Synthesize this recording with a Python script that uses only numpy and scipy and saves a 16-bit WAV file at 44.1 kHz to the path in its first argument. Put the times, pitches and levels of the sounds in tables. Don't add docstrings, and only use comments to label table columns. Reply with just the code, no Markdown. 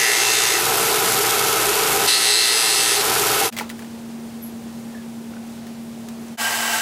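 import sys
import numpy as np
from scipy import signal
from scipy.fft import rfft, irfft, next_fast_len
from scipy.io import wavfile
from scipy.ndimage import map_coordinates

SR = 44100
rng = np.random.default_rng(int(sys.argv[2]) if len(sys.argv) > 2 else 0)


def voltage_ratio(level):
    return 10 ** (np.asarray(level, float) / 20)


def wav_record(signal):
    frames = np.transpose(np.atleast_2d(signal))
    bounded = np.clip(frames, -1, 1)
    quanta = np.round(bounded * 32767).astype(np.int16)
    wavfile.write(sys.argv[1], SR, quanta)


N = 300321
TIME = np.arange(N) / SR


def in_time(rows, t):
    s, *columns = np.transpose(rows)
    return [np.interp(t, s, column) for column in columns]


def drift(rate_hz, size=N):
    points = rng.standard_normal(size // 8 + 2)
    position = np.arange(size) * 2 * rate_hz / SR
    return 1.22 * np.interp(position, np.arange(len(points)), points)


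def bell(hz, centre_hz, width_hz):
    return 1 / (1 + (2 * (hz - centre_hz) / width_hz) ** 2)


# fade-in start, fade-in end, fade-out start, fade-out end, all in seconds.
PLACE_FADES = [(-1, -.5, 3.462, 3.505), (3.505, 3.545, 6.335, 6.372), (6.372, 6.412, 8, 9)]


def coloured(place, spectrum, peaks=(), patchy_db=0., flicker_hz=11.0):
    a, b = np.clip(np.searchsorted(TIME, [PLACE_FADES[place][0], PLACE_FADES[place][-1]]), 0, N)
    size = next_fast_len(b - a)
    hz = np.maximum(np.fft.rfftfreq(size, 1 / SR), 1)
    points = np.array(spectrum)
    db = np.interp(np.log(hz), np.log(points[:, 0]), points[:, 1])
    db = db + sum(lift_db * bell(hz, centre_hz, width_hz) for centre_hz, width_hz, lift_db in peaks)
    shaped = rfft(rng.standard_normal(size)) * voltage_ratio(db)
    shared = drift(flicker_hz / 2, size)
    octave = np.clip(np.log2(hz / 125), 0, 6)
    bands = np.zeros((7, N))
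    for k in range(len(bands)):
        band = irfft(shaped * np.clip(1 - abs(octave - k), 0, 1), size)
        flicker = voltage_ratio(patchy_db * (shared + drift(flicker_hz, size)))
        bands[k, a:b] = (band * flicker)[:b - a]
    return bands / np.sqrt(np.mean(bands[:, a:b].sum(axis=0) ** 2))


def tones(lines, waver_db, rate_hz):
    total = np.zeros(N)
    for hz, db in lines:
        level = np.sqrt(2) * voltage_ratio(db + waver_db * drift(rate_hz))
        total += level * np.sin(2 * np.pi * (hz * TIME + rng.random()))
    return total


# frequency in Hz, relative density in dB per Hz.
FAR_ROAR_SPECTRUM = [(40, -48), (110, -25), (170, -29), (300, -17), (600, -15.5), (900, -11.5),
                     (1430, -13.5), (2100, -11.5), (3300, -14.5), (8040, -15.5), (13000, -19.5),
                     (15700, -23), (16000, -70)]
# centre in Hz, width in Hz, lift in dB.
FAR_RESONANCES = [(702, 67, 11.5), (878, 73, 11), (1120, 30, 9), (1320, 50, 8), (1586, 106, 16),
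                  (1934, 76, 8.5), (2280, 16, 6), (2735, 66, 9), (3014, 66, 13.5), (5000, 150, 5),
                  (7800, 300, 7)]
# frequency in Hz, level in dB rms.
FAR_MOTOR_TONES = [(118.4, -54.5), (231.5, -41.5)]
FAR_ROAR_DB = -21.5


def far_sander():
    roar = coloured(2, FAR_ROAR_SPECTRUM, FAR_RESONANCES, patchy_db=0.54, flicker_hz=22.0).sum(axis=0)
    grit_edge = voltage_ratio(0.8 * drift(500.))
    return voltage_ratio(FAR_ROAR_DB) * roar * grit_edge + tones(FAR_MOTOR_TONES, waver_db=3.0, rate_hz=6.)


# frequency in Hz, relative density in dB per Hz.
AIR_SPECTRUM = [(30, -20), (60, -13), (100, -1), (150, -2), (270, -2.5), (380, -1), (500, -5.5), (800, -7),
                (1100, -13.5), (2000, -17), (5250, -20.5), (8500, -21.5), (12000, -25.5), (15700, -28),
                (16000, -70)]
AIR_DB_RMS = -41


def room_air():
    return voltage_ratio(AIR_DB_RMS) * coloured(1, AIR_SPECTRUM, patchy_db=0.4, flicker_hz=9.).sum(axis=0)


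# frequency in Hz, level in dB rms.
FAN_TONES = [(145.3, -53), (193.3, -52.5), (230.2, -34)]
BEAT_HZ, BEAT_DEPTH, BEAT_TOP_S = 9.7, 0.19, 4.155


def fan_motor():
    beat = 1 + BEAT_DEPTH * np.cos(2 * np.pi * BEAT_HZ * (TIME - BEAT_TOP_S))
    return beat * tones(FAN_TONES, waver_db=.5, rate_hz=4.)


# start in seconds, length in seconds, first Hz, last Hz, width in Hz, level in dB.
THIN_SQUEAKS = [(4.417, 0.09, 12700, 11400, 400, -31.5), (4.935, 0.11, 1850, 1710, 89, -41)]


def squeaks():
    out = np.zeros(N)
    for start_s, length_s, first_hz, last_hz, width_hz, db in THIN_SQUEAKS:
        t = TIME[:int(length_s * SR)]
        pitch_hz = last_hz + (first_hz - last_hz) * np.exp(-t / 0.0076)
        phase = 2 * np.pi * np.cumsum(pitch_hz) / SR
        core = drift(width_hz, len(t)) * np.cos(phase) + drift(width_hz, len(t)) * np.sin(phase)
        above = drift(3.0 * width_hz, len(t)) * np.cos(1.09 * phase)
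        shape = np.minimum(t / 0.02, 1) * voltage_ratio(-22 * t / length_s)
        at = int(start_s * SR)
        out[at:at + len(t)] += voltage_ratio(db) * shape * (core + 0.5 * above)
    return out


# start in seconds, level in dB, main ring in Hz, share of crack 0-1.
CONTACTS = [(3.525, -22, 2480, 0.8), (3.566, -19, 2060, 0.6), (3.576, -21, 8000, 0.7),
            (3.586, -13, 2010, 0.66), (3.597, -20.5, 1990, 0.3), (3.609, -15, 850, 0.22),
            (3.621, -31, 900, 0.5), (3.693, -27, 3930, 0.6), (3.699, -22.5, 2000, 0.62),
            (3.792, -29.5, 1700, 0.64), (3.822, -32.5, 1500, 0.5), (3.845, -36, 1800, 0.6),
            (5.335, -41, 1390, 0.1), (5.367, -37.5, 1500, 0.06), (5.578, -41, 1500, 0.5),
            (5.667, -33, 1800, 0.7), (6.086, -30, 6600, 0.63), (6.283, -37, 6200, 0.1)]
# ratio to the main ring, level in dB.
WOOD_PARTIALS = [(1, 3), (1.15, -4), (1.62, -7.5), (0.54, -13.5)]
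RING_T60_AT_1KHZ_S, RING_T60_SLOPE = 0.046, 0.49


def knocks():
    out = np.zeros(N)
    t = TIME[:SR // 4]
    for start_s, db, hz, crack in CONTACTS:
        t60_s = RING_T60_AT_1KHZ_S * (1000 / hz) ** RING_T60_SLOPE
        noise = signal.lfilter([.6], [1, -.55], rng.standard_normal((2, len(t))))
        snap = noise[0] * (voltage_ratio(-60 * t / 0.0095) + voltage_ratio(-3.5 - 60 * t / 0.092))
        ring = np.zeros(len(t))
        for ratio, level_db in WOOD_PARTIALS:
            partial = np.sin(2 * np.pi * (hz * ratio * t + rng.random()))
            rub = 1 + 0.49 * drift(0.11 * hz, len(t))
            ring += voltage_ratio(level_db - 60 * t / t60_s) * partial * rub
        tail = signal.lfilter([.3], [1, -.8], noise[1]) * voltage_ratio(-14.5 - 60 * t / 0.27)
        rise = np.minimum(t / 0.00063, 1)
        knock = rise * (0.89 * crack * snap + (1 - crack) * ring + tail)
        at = int(start_s * SR)
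        out[at:at + len(t)] += voltage_ratio(db) * knock[:N - at]
    no_bass = signal.butter(2, 350, "high", fs=SR, output="sos")
    return signal.sosfilt(no_bass, out)


def workbench():
    return room_air() + fan_motor() + knocks() + squeaks()


TOUCH_S, LIFT_S = .012, .03


def pressed(rows, t):
    rise = (t - rows[0][0]) / TOUCH_S + 1
    fall = (rows[-1][0] - t) / LIFT_S + 1
    return np.clip(np.minimum(rise, fall), 0, 1)


# frequency in Hz, relative density in dB per Hz.
ROAR_SPECTRUM = [(150, -42), (220, -28.5), (320, -13.5), (500, -13.5), (610, -14), (800, -9), (1150, -14),
                 (1600, -13.5), (2700, -13), (8500, -15.5), (12900, -15), (14500, -22.5), (15300, -23),
                 (15600, -70)]
# centre in Hz, width in Hz, lift in dB.
RESONANCES = [(344, 63, 5), (415, 49, 15), (456, 8.6, 13), (666, 7.1, 5), (779.4, 41, 9), (850, 14, 6),
              (995, 33, 7.5), (1300, 143, 11), (1487, 94, 5), (2185, 36, 6), (2630, 67, 4)]
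# frequency in Hz, relative density in dB per Hz.
RUMBLE_SPECTRUM = [(25, -19), (80, -4), (125, 4.5), (230, 0.5), (300, 3), (400, -36)]
# frequency in Hz, level in dB re the rumble reference.
MOTOR_TONES = [(59.4, -13), (118.4, -5.5), (142, -10.5), (178, -10.5), (231.5, -8)]
BEARING_THROB = [(1, 0.11), (3, 0.09), (4, 0.08), (7, 0)]
CAGE_HZ = 22.92
ROAR_DB, MACHINE_WANDER_DB = -17, 0.03
RUMBLE_REF_DB, RUMBLE_WANDER_DB = -38.5, 0.5
RUMBLE_SUPPRESSED_DB = -2


def idling():
    machine_db = MACHINE_WANDER_DB * drift(1.41)
    suppression_db = RUMBLE_SUPPRESSED_DB * sum(pressed(rows, TIME) for rows in WOOD_TOUCHES)
    rumble_db = RUMBLE_REF_DB + RUMBLE_WANDER_DB * drift(4.4) + suppression_db
    bands = coloured(0, ROAR_SPECTRUM, RESONANCES, patchy_db=0.37, flicker_hz=9.)
    throb = 1 + sum(depth * np.cos(2 * np.pi * k * CAGE_HZ * TIME) for k, depth in BEARING_THROB)
    treble = bands[5:].sum(axis=0) * throb * voltage_ratio(1.5 * drift(400.))
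    roar = bands[:5].sum(axis=0) + treble
    rumble_noise = voltage_ratio(-2.5) * coloured(0, RUMBLE_SPECTRUM, patchy_db=1.5).sum(axis=0)
    rumble = rumble_noise + tones(MOTOR_TONES, waver_db=2.5, rate_hz=3.61)
    return voltage_ratio(machine_db) * (voltage_ratio(ROAR_DB) * roar + voltage_ratio(rumble_db) * rumble)


STRONG_MULTIPLES = [26, 30, 31, 33, 35, 36, 45, 46, 60, 61, 66, 68, 71, 73, 74, 78, 82, 83, 85, 98, 103,
                    107, 133, 158, 159, 162, 166]
STRONG_DB = [-37, -41, -34, -32, -35.5, -34.5, -32, -37.5, -43, -39.5, -40.5, -36, -39, -35, -40, -35.5,
             -36, -38, -32, -37.5, -39, -35.5, -36, -51, -37, -41, -47]
WEAK_DB, WEAK_SPREAD_DB = -44.0, 3.0


def grit_pattern_db(hz):
    db = WEAK_DB + WEAK_SPREAD_DB * rng.standard_normal(len(hz))
    db = db - 13.0 * np.log2(np.maximum(hz / 7000, 1))
    db[hz < 1400] = -np.inf
    db[STRONG_MULTIPLES] = STRONG_DB
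    return db


# time in seconds, pressure in dB, lift of the squeal in dB.
WOOD_TOUCHES = [
    [(0, 3, 8), (.1, 3.5, 6), (.21, 3.5, -1), (.4, 4.5, -3), (.555, 0, 3.5), (.6, -7, 0)],
    [(2.082, 7.5, 5), (2.15, 7.5, 9), (2.2, 4.5, -0.5), (2.31, 8, 6.5), (2.45, 6.5, 7.5), (2.6, 5, -1),
     (2.94, 4, -4), (3.01, -4, 5)],
]
# frequency in Hz, first touch in dB, second touch in dB.
TOUCH_COLOUR = [(1500, -3, -6.5), (1950, 1.5, -2), (2300, 0.5, -3.5), (2600, 2.5, 0), (3240, -1, 2),
                (3630, 4, 3.5), (3970, -1.5, 5.5), (5000, -3, 0), (6560, 5, 0), (6850, 0, -8),
                (7760, 0, 3.5), (9150, 1.5, 5.5)]
# centre in Hz, width in Hz.
SQUEAL_RINGS = [(1950, 500), (4130, 620)]
TURN_HZ = 59.41
WEAR, WEAR_SLOPE, WEAR_TURNS = 0.43, 0.2, 1.9
BITE = 0.72
DUST_DB, DUST_HZ = -31, 4200


def sanding():
    out, size = np.zeros(N), 4096
    multiples = np.arange(200)
    hz = multiples * TURN_HZ
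    loose = coloured(0, [(1200, -23), (2000, -9), (4200, 5), (9500, -12), (13000, -29), (15200, -30), (15600, -70)],
                     patchy_db=0.5).sum(axis=0)
    pattern_db = grit_pattern_db(hz)
    colours_db = in_time([(np.log(f), *db) for f, *db in TOUCH_COLOUR], np.log(hz + 1))
    for rows, colour_db, (squeal_hz, width_hz) in zip(WOOD_TOUCHES, colours_db, SQUEAL_RINGS):
        a, b = max(int((rows[0][0] - TOUCH_S) * SR), 0), int((rows[-1][0] + LIFT_S) * SR)
        turns = (TIME[a:b] - TIME[a]) * TURN_HZ
        count = int(turns[-1]) + 2
        _, squeal_db = in_time(rows, TIME[a] + np.arange(count) / TURN_HZ)
        db = pattern_db + colour_db + squeal_db[:, None] * bell(hz, squeal_hz, width_hz)
        wobble = 1 + BITE * np.cos(4 * np.pi * np.arange(size) / size)
        phases = np.angle(rfft(wobble * rng.standard_normal(size)))[multiples]
        keep = np.exp(-1 / WEAR_TURNS)
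        chance = rng.standard_normal((100, len(hz), 2)) @ [1, 1j]
        worn = signal.lfilter([np.sqrt(1 - keep ** 2)], [1, -keep], chance, axis=0)[-count:]
        change = 1 + WEAR * (hz / DUST_HZ) ** WEAR_SLOPE * worn
        waves = irfft(voltage_ratio(db) * np.exp(1j * phases) * change, size) * size / np.sqrt(2)
        waves = np.hstack([waves, waves[:, :1]])
        repeating = map_coordinates(waves, [turns, turns % 1 * size], order=1)
        pressure_db, squeal_db = in_time(rows, TIME[a:b])
        dust_db = DUST_DB + squeal_db / 2 * bell(DUST_HZ, squeal_hz, width_hz)
        dust = voltage_ratio(dust_db) * loose[a:b] * (1 + BITE / 2 * np.cos(4 * np.pi * turns))
        out[a:b] = voltage_ratio(pressure_db) * pressed(rows, TIME[a:b]) * (repeating + dust)
    return out


GAIN_AHEAD_S, GAIN_SMOOTH_S = 0.011, .03
GAIN_FROM_DB, GAIN_SHARE = -18.5, 0.78


def gain_control(x):
    r = np.exp(-1 / (GAIN_SMOOTH_S * SR))
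    start = np.mean(x[:int(GAIN_SMOOTH_S * SR)] ** 2)
    ahead = np.roll(x, -int(GAIN_AHEAD_S * SR))
    power, _ = signal.lfilter([1 - r], [1, -r], ahead ** 2, zi=[r * start])
    excess_db = np.maximum(10 * np.log10(power + 1e-12) - GAIN_FROM_DB, 0)
    return x * voltage_ratio(-GAIN_SHARE * excess_db)


def scene():
    close_sander = gain_control(idling() + sanding())
    mono = np.zeros(N)
    for fade_s, sound in zip(PLACE_FADES, [close_sander, workbench(), far_sander()]):
        mono += np.interp(TIME, fade_s, [0, 1, 1, 0]) * sound
    return np.array([mono, mono])


def band_limit(x):
    return signal.sosfilt(signal.butter(12, 16520, fs=SR, output="sos"), x)


def record(dry):
    return band_limit(dry)


dry = scene()
out = record(dry)
wav_record(out)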